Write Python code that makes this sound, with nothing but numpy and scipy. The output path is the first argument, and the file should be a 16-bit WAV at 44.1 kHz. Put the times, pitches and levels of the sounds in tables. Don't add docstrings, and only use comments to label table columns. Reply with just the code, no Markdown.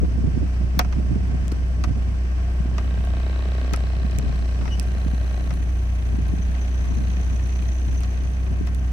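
import sys
import numpy as np
from scipy.fft import rfft, irfft, next_fast_len
from scipy.io import wavfile
from scipy.ndimage import map_coordinates

SR = 44100
rng = np.random.default_rng(int(sys.argv[2]) if len(sys.argv) > 2 else 0)


def log_audio(samples):
    frames = np.atleast_2d(samples).T
    limited = np.clip(frames, -1, 1)
    pcm = np.round(limited * 32767).astype(np.int16)
    wavfile.write(sys.argv[1], SR, pcm)


N = 393372
TIME = np.arange(N) / SR

# time in seconds, cycles a second.
ENGINE_SPEED = [(0.0, 31.29), (0.71, 30.67), (1.13, 31.65), (1.77, 30.64), (2.95, 30.81), (3.3, 31.43),
                (4.54, 30.11), (4.89, 30.73), (6.11, 30.14), (6.71, 30.77), (8.12, 30.77), (8.57, 31.54),
                (8.92, 30.56)]
# time in seconds, lateness in cycles.
STROKE_LATENESS = [(2.6, -0.02), (3.3, 0.07), (3.6, 0), (3.9, -0.11), (4.2, -0.1), (4.55, -0.19),
                   (5.25, -0.13), (5.6, -0.16), (7, -0.11)]
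# multiple of the cycle rate, relative level in dB.
EXHAUST_ORDERS = [(1, -20.5), (2, 0.5), (3, -18), (4, -27.5), (5, -28), (6, -23), (7, -32), (8, -29.5),
                  (9, -31.5), (10, -33), (11, -45), (12, -35.5)]

# time in seconds, level in dB.
CASING_RIDE = [(0, -49.5), (2.3, -48.5), (3.0, -48), (3.65, -46.5), (3.95, -48), (5.5, -48), (5.75, -49),
               (6.9, -47.5), (8.92, -49.5)]
VALVE_RIDE = [(0, -78), (2.3, -71), (3.3, -54.5), (5.8, -58.5), (6.5, -54.5), (7, -54), (8, -54),
              (8.92, -63.5)]
FIRING_RIDE = [(0, -66), (2.3, -59), (2.75, -46), (3.05, -42.3), (3.6, -42), (3.95, -45.5), (4.6, -48),
               (5.35, -46), (5.8, -59), (8.92, -63)]
SPRAY_RIDE = [(0, -69), (2.3, -68), (3.9, -69.5), (5.25, -62), (6.0, -63.5), (7.1, -62), (7.9, -62),
              (8.4, -64.5)]
FOAM_RIDE = [(0, -59.5), (3.1, -61), (4.2, -58.5), (4.8, -54.5), (4.98, -70)]

# pitch in Hz, bandwidth in Hz, relative level in dB.
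CASING_MODES = [(401, 79, 1.5), (634, 99, 2.5), (1091, 60, 0.5), (1270, 37, -27), (1550, 35, 3),
                (1860, 190, -7), (2560, 37, -7), (3040, 71, -8)]
VALVE_MODES = [(1160, 50, -2), (1890, 80, 2), (2510, 70, 4), (3180, 220, -9), (4300, 500, -13)]
BLOCK_MODES = [(362, 75, 8.5), (660, 77, 11.5), (1111, 25, 6), (1240, 58, -1.5), (1590, 21, 4),
               (1980, 230, -12), (2614, 29, -6.5), (2944, 81, -5)]
FITTING_MODES = [(443, 480, 0.5), (604, 91, 7), (718, 42, 8), (966, 175, 4.5), (1290, 187, 5.5),
                 (2050, 300, 0), (2520, 380, -3), (5900, 750, -12.5)]

# frequency in Hz, relative level in dB.
EXHAUST_RUMBLE_EQ = [(15, -7), (35, 5.5), (90, 4), (200, -9.5), (350, -18.5), (600, -22), (2000, -58)]
VALVE_RUSTLE_EQ = [(900, -32), (1900, 9), (2550, 4.5), (3200, 6), (4400, 4.5), (5200, -15), (9000, -28)]
FIRING_THUD_EQ = [(200, -15), (370, 0), (510, -5), (690, 4), (900, -5), (1300, -2), (2300, -9), (3100, -6),
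                  (3600, -20), (5000, -25), (9000, -45)]
WASH_EQ = [(150, 4), (400, 3.5), (520, -11.5), (700, 7), (850, -1.5), (1200, -1), (2600, -4), (3600, -12.5),
           (5800, -15.5), (6900, -22), (8000, -18), (9000, -48), (16000, -35)]
SPRAY_EQ = [(3000, -28), (5500, -7), (6900, -2.5), (7900, -2), (9000, -2), (10300, -1), (11700, -6),
            (13000, -5), (16000, -12.5)]
FOAM_EQ = [(3400, -24), (4500, 1.5), (5900, 3), (6600, -13), (7850, -3.5), (11000, -29.5)]
BUFFET_EQ = [(20, -13), (50, 2), (100, 5.5), (170, 1), (260, -7.5), (380, -19), (600, -29), (1200, -42),
             (4000, -91)]

# centre in seconds, width in seconds, left and right levels in dB.
BREEZE_GUSTS = [(0.032, 0.018, -17.5, -21), (0.2, 0.13, -30.5, -20.5), (0.4, 0.047, -32, -20),
                (0.63, 0.035, -30, -23), (0.78, 0.068, -31, -23.5), (1.01, 0.053, -44, -19),
                (1.14, 0.077, -34, -20.5), (1.33, 0.053, -35, -22.5), (1.53, 0.099, -30, -27.5),
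                (1.93, 0.11, -46, -23), (2.72, 0.025, -31, -23), (3.73, 0.0086, -21.5, -36),
                (4.02, 0.04, -53, -26), (4.24, 0.068, -22.5, -36), (4.65, 0.051, -33, -26.5),
                (5.5, 0.14, -30, -48), (6.17, 0.16, -31.5, -35), (6.36, 0.1, -28, -33),
                (7.0, 0.11, -26.5, -43), (7.34, 0.019, -44, -26), (8.52, 0.018, -27, -25.5),
                (8.62, 0.041, -27, -37)]
# centre in seconds, level at the louder port in dB, pitch in Hz,
# left over right in dB.
EDDY_THUMPS = [(0.039, -12.5, 182, 22), (0.247, -11, 177, 20), (0.38, -13, 197, -22), (0.776, -12, 185, 24),
               (0.986, -10, 197, -23), (1.11, -13.5, 199, -23), (1.16, -11.5, 216, -23),
               (1.524, -17, 278, 3), (1.893, -14, 188, -12), (2.607, -10.5, 133, 22), (2.659, -17, 224, -7),
               (4.05, -13, 179, -21), (5.065, -11.5, 200, -26), (5.137, -14, 174, 22),
               (6.147, -16, 195, 22), (6.188, -14, 207, 20), (6.339, -14, 227, 14), (8.612, -13.5, 230, 28)]
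# start in seconds, level in dB, left over right in dB, pitch factor.
CONTACT_TICKS = [(0.7917, -9.5, 17, 2.2), (1.481, -28.5, 14.5, 1.3), (1.523, -29, 11, 1.7),
                 (3.051, -32, -4, 1.1), (3.735, -20, 8, 0.94), (3.762, -23.5, -6, 0.91),
                 (4.112, -30, -4, 0.79), (4.1867, -18.5, -16.5, 0.93), (4.7976, -14, -17, 1),
                 (4.829, -30, -10, 0.92), (5.539, -32, -7, 1.07), (6.283, -30, 5, 1.5),
                 (8.006, -28, 7, 1.1), (8.237, -30, 8, 0.7), (8.67, -32, 8, 1.3), (8.748, -28, 9, 1.4)]
# pitch in Hz, relative level in dB, seconds to die away by 60 dB.
TICK_MODES = [(2520, -6, 0.0094), (4270, 6.5, 0.00062), (6200, 4, 0.0019), (8200, -2.5, 0.0031),
              (11500, -5.5, 0.0018)]
# start in seconds, relative strength in dB, extra crack in dB,
# left over right in dB.
FITTING_KNOCKS = [(0.7919, -7.5, 1, 0), (0.81, -22, -18, -2.5), (0.846, -29.5, -5, -4),
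                  (0.925, -25.5, -8, -2), (1.5171, -31.5, 4.5, -3), (1.838, -17.5, 0, 1),
                  (2.781, -21, -5, 1), (3.736, -17.5, -1, 3), (4.61, -30, -20, 2), (4.654, -26.5, -17, 3),
                  (4.677, -27, -13, 5), (5.505, -26, -9, 8), (8.033, -33.5, 8.5, 2),
                  (8.671, -31.5, 1, 10.5)]
# start in seconds, end in seconds, level in dB, pitch in Hz.
COVER_BOUTS = [(2.85, 3.17, -60.5, 3750), (3.17, 3.68, -56, 3930), (3.68, 4.55, -58.5, 4080),
               (4.85, 5.6, -59, 4090), (6.92, 7.13, -61, 4100)]
# centre in seconds, pitch in Hz, level in dB, width in seconds,
# relative level of the octave in dB.
FITTING_SQUEAKS = [(4.673, 5600, -46, 0.0027, -35), (4.732, 2935, -37.5, 0.015, -8),
                   (6.427, 6100, -46, 0.0063, -28), (6.624, 6050, -46, 0.01, -30),
                   (7.687, 6100, -47, 0.005, -30), (7.978, 6062, -43.5, 0.0061, -27)]

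# frequency in Hz, left over right in dB.
PORT_BALANCE = [(300, -2), (700, -0.5), (1100, 2), (2500, -0.5), (4000, 3.5), (5600, -6.5), (7000, 4.5),
                (8500, -15), (10000, -12), (11700, -2), (16000, 3)]
# frequency in Hz, left-right correlation from -1 to 1.
PORT_LIKENESS = [(100, 0.72), (600, 0.69), (900, -0.13), (1500, -0.34), (2600, -0.23), (4000, -0.16),
                 (16000, 0.13)]


def amp(db):
    return 10 ** (np.asarray(db) / 20)


def unit(x):
    return x / np.sqrt(np.mean(x ** 2) + 1e-20)


def along(points, hz):
    freqs, values = np.transpose(points)
    return np.interp(np.log(hz + 1), np.log(freqs + 1), values)


def ride(points):
    return np.interp(TIME, *np.transpose(points))


def wobble(rate):
    return map_coordinates(rng.standard_normal(int(N * rate / SR) + 4), [TIME * rate], mode="nearest")


def swell(centre_s, width_s):
    return np.exp(-.5 * ((TIME - centre_s) / width_s) ** 2)


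def filtered(x, response):
    size = next_fast_len(N + SR // 2)
    return irfft(rfft(x, size) * response(np.fft.rfftfreq(size, 1 / SR)), size)[..., :N]


def coloured(x, eq):
    return unit(filtered(x, lambda hz: amp(along(eq, hz))))


def resonant(x, modes):
    def response(hz):
        return sum((-1) ** k * amp(db) * 1j * hz * width / (pitch ** 2 - hz ** 2 + 1j * hz * width)
                   for k, (pitch, width, db) in enumerate(modes))
    return unit(filtered(x, response))


def noise_pair():
    def spread(hz):
        angle = np.arccos(along(PORT_LIKENESS, hz)) / 2
        return np.array([np.cos(angle), np.sin(angle)])
    mid, side = filtered(rng.standard_normal((2, N)), spread)
    return np.array([mid + side, mid - side])


def panned(x, pan_db):
    return x * amp(np.array([[pan_db], [-pan_db]]) / 2)


def ports(x):
    return filtered(x, lambda hz: amp(np.array([[.5], [-.5]]) * along(PORT_BALANCE, hz)))


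def add(track, start_s, sound):
    part = track[:, round(start_s * SR):][:, :sound.shape[1]]
    part += sound[:, :part.shape[1]]


def strokes(cycle, at, width, scatter_db):
    turn = cycle - at + 2.5
    strength = amp(scatter_db * rng.standard_normal(400))
    return strength[turn.astype(int)] * np.exp(-.5 * ((turn % 1 - .5) / width) ** 2)


def blows(cycle, at):
    return np.diff(np.floor(cycle - at), prepend=np.floor(-at))


def exhaust(cycle):
    hum = np.zeros(N)
    for order, db in EXHAUST_ORDERS:
        unrest = .035 if order == 2 else .3
        angle = 2 * np.pi * (order * cycle + rng.random())
        hum += amp(db) * ((1 + unrest * wobble(7.4)) * np.sin(angle)
                          + unrest * wobble(11) * np.cos(angle))
    return amp(-21) * unit(hum) + amp(-36) * coloured(noise_pair(), EXHAUST_RUMBLE_EQ)


def clatter(cycle, late_cycle):
    main = strokes(late_cycle, at=.01, width=.065, scatter_db=1.2)
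    offbeat = strokes(cycle, at=.51, width=.07, scatter_db=2)
    casing = resonant((.5 + .54 * main + .5 * offbeat) * noise_pair(), CASING_MODES)
    rustle = coloured((.33 + .16 * main + offbeat) * noise_pair(), VALVE_RUSTLE_EQ)
    ring = resonant((.079 + .18 * main + offbeat) * noise_pair(), VALVE_MODES)
    return amp(ride(CASING_RIDE)) * casing + amp(ride(VALVE_RIDE)) * (rustle + ring)


def firing_knock(late_cycle):
    blow = blows(late_cycle, at=.01) * amp(.8 * wobble(30))
    burst = strokes(late_cycle, at=.04, width=.045, scatter_db=1.2)
    tail = strokes(late_cycle, at=.16, width=.09, scatter_db=2)
    grit = unit((burst + .5 * tail) * noise_pair())
    drive = unit(blow) + amp(-14) * grit
    thud = coloured(.55 * drive + grit, FIRING_THUD_EQ)
    return amp(ride(FIRING_RIDE)) * unit(resonant(drive, BLOCK_MODES) + amp(-5.5) * thud)


def water(cycle):
    spray_db, casing_db = ride(SPRAY_RIDE), ride(CASING_RIDE)
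    wash_db = -44.5 + casing_db - casing_db.mean()
    throb = sum(strokes(cycle, at, width=.13, scatter_db=2) for at in (.41, .84))
    ripple_db = .5 * wobble(7) + 1.2 * wobble(90) + 2 * (throb - .6)
    wash = amp(wash_db + ripple_db) * coloured(noise_pair(), WASH_EQ)
    spray = amp(spray_db + 2.4 * wobble(180)) * coloured(noise_pair(), SPRAY_EQ)
    hiss_band = [(6100, 590, 0)]
    hiss_db = spray_db + 4 + 5.5 * swell(centre_s=7.5, width_s=.73)
    hiss = amp(hiss_db) * resonant(resonant((.11 + throb) * noise_pair(), hiss_band), hiss_band)
    fizz = amp(ride(FOAM_RIDE)) * coloured(noise_pair(), FOAM_EQ)
    return wash + spray + hiss + fizz


def breeze():
    air = amp(-36.5 + 3.5 * np.array([wobble(9), wobble(9)]))
    gust_power = sum((amp([[left_db], [right_db]]) * swell(centre, width)) ** 2
                     for centre, width, left_db, right_db in BREEZE_GUSTS)
    level_db = 10 * np.log10(air ** 2 + gust_power)
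    lumps = amp(5.8 * np.tanh(.8 * np.array([wobble(70), wobble(70)])))
    eddies = lumps * rng.standard_normal((2, N))
    flutter = coloured(lumps * eddies, [(120, -34), (280, -3), (400, -6), (700, -25), (2000, -59)])
    flutter_db = -36.5 + 2.1 * (level_db - level_db.max())
    return amp(level_db) * coloured(eddies, BUFFET_EQ) + amp(flutter_db) * flutter


def thumps(width_cycles=.37):
    track, t = np.zeros((2, N)), np.arange(-SR // 50, SR // 50) / SR
    for centre, db, hz, pan_db in EDDY_THUMPS:
        push = np.exp(-.5 * (hz * t / width_cycles) ** 2) * np.sin(2 * np.pi * (hz * t + rng.random()))
        add(track, centre + t[0], amp(db - abs(pan_db) / 2) * panned(push, pan_db))
    return track


def ticks():
    track, t = np.zeros((2, N)), np.arange(SR // 50) / SR
    for start, db, pan_db, pitch in CONTACT_TICKS:
        ring = np.zeros((2, len(t)))
        for hz, mode_db, t60 in TICK_MODES:
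            detuned_hz = hz * pitch * rng.normal(1, .014)
            angle = 2 * np.pi * (detuned_hz * t + rng.random((2, 1)))
            ring += amp(mode_db - 60 * t / t60) * np.sin(angle)
        snap = amp(-12 - 60 * t / .01) * rng.standard_normal((2, len(t)))
        tick = ring + snap
        add(track, start, amp(db) * panned(tick / np.abs(tick).max(), pan_db))
    return track


def knocks(crack_t60=.026, chatter_t60=.054, blow_delay_s=.00096):
    cracks, chatter, t = np.zeros((2, N)), np.zeros((2, N)), np.arange(SR // 5) / SR
    for start, db, crack_db, pan_db in FITTING_KNOCKS:
        rough = rng.standard_normal((2, 2, len(t))) + .36 * rng.standard_normal((2, 1, len(t)))
        crack_shape = amp(db + crack_db - 60 * t / crack_t60) * (1 - np.exp(-t / .00049))
        chatter_shape = amp(db - 60 * t / chatter_t60) * (1 - np.exp(-t / .0003))
        add(cracks, start, crack_shape * panned(rough[0], pan_db))
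        add(chatter, start, chatter_shape * panned(rough[1], pan_db))
        add(chatter, start + blow_delay_s, amp(db + 13) * panned(np.ones(1), pan_db))
    crack_eq = [(200, -3), (600, -19), (5000, -2), (9000, -14), (16000, -33)]
    bright = filtered(cracks, lambda hz: amp(along(crack_eq, hz)))
    return amp(1) * bright + amp(-44.5) * resonant(chatter, FITTING_MODES)


def valve_cover(cycle, late_cycle, fade_s=.08, rise_hz_per_cycle=2300):
    main = strokes(late_cycle, at=.02, width=.06, scatter_db=1)
    offbeat = strokes(cycle, at=.55, width=.07, scatter_db=2)
    brush = unit((main + .8 * offbeat) * noise_pair())
    tap = unit(blows(late_cycle, at=.975))
    body = resonant(brush + .6 * tap, [(1850, 200, 0)])
    sweep_hz = rise_hz_per_cycle * ((late_cycle + .5) % 1 - .5)
    track = np.zeros((2, N))
    for start, end, db, hz in COVER_BOUTS:
        bout = np.clip(.5 + np.minimum(TIME - start, end - TIME) / fade_s, 0, 1)
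        angle = 2 * np.pi * np.cumsum(hz + sweep_hz) / SR + .7 * wobble(900)
        scrape = unit(strokes(late_cycle, at=-.01, width=.048, scatter_db=.7) * np.sin(angle))
        track += amp(db) * bout * (scrape + amp(1) * body)
    return track


def squeaks():
    track = np.zeros(N)
    for centre, hz, db, width, octave_db in FITTING_SQUEAKS:
        angle = 2 * np.pi * np.cumsum(hz * (1 + .018 * wobble(500))) / SR
        rub = swell(centre, width)
        track += amp(db) * (rub * np.sin(angle) + amp(octave_db) * rub ** 2 * np.sin(2 * angle))
    return panned(track, pan_db=8)


def scene():
    cycle = np.cumsum(ride(ENGINE_SPEED)) / SR
    late_cycle = cycle - ride(STROKE_LATENESS)
    engine = clatter(cycle, late_cycle) + firing_knock(late_cycle) + valve_cover(cycle, late_cycle)
    bed = exhaust(cycle) + ports(engine + water(cycle) + ticks())
    return bed + breeze() + thumps() + knocks() + squeaks()


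def record(dry):
    return filtered(dry, lambda hz: hz < 16000)


dry = scene()
out = record(dry)
log_audio(out)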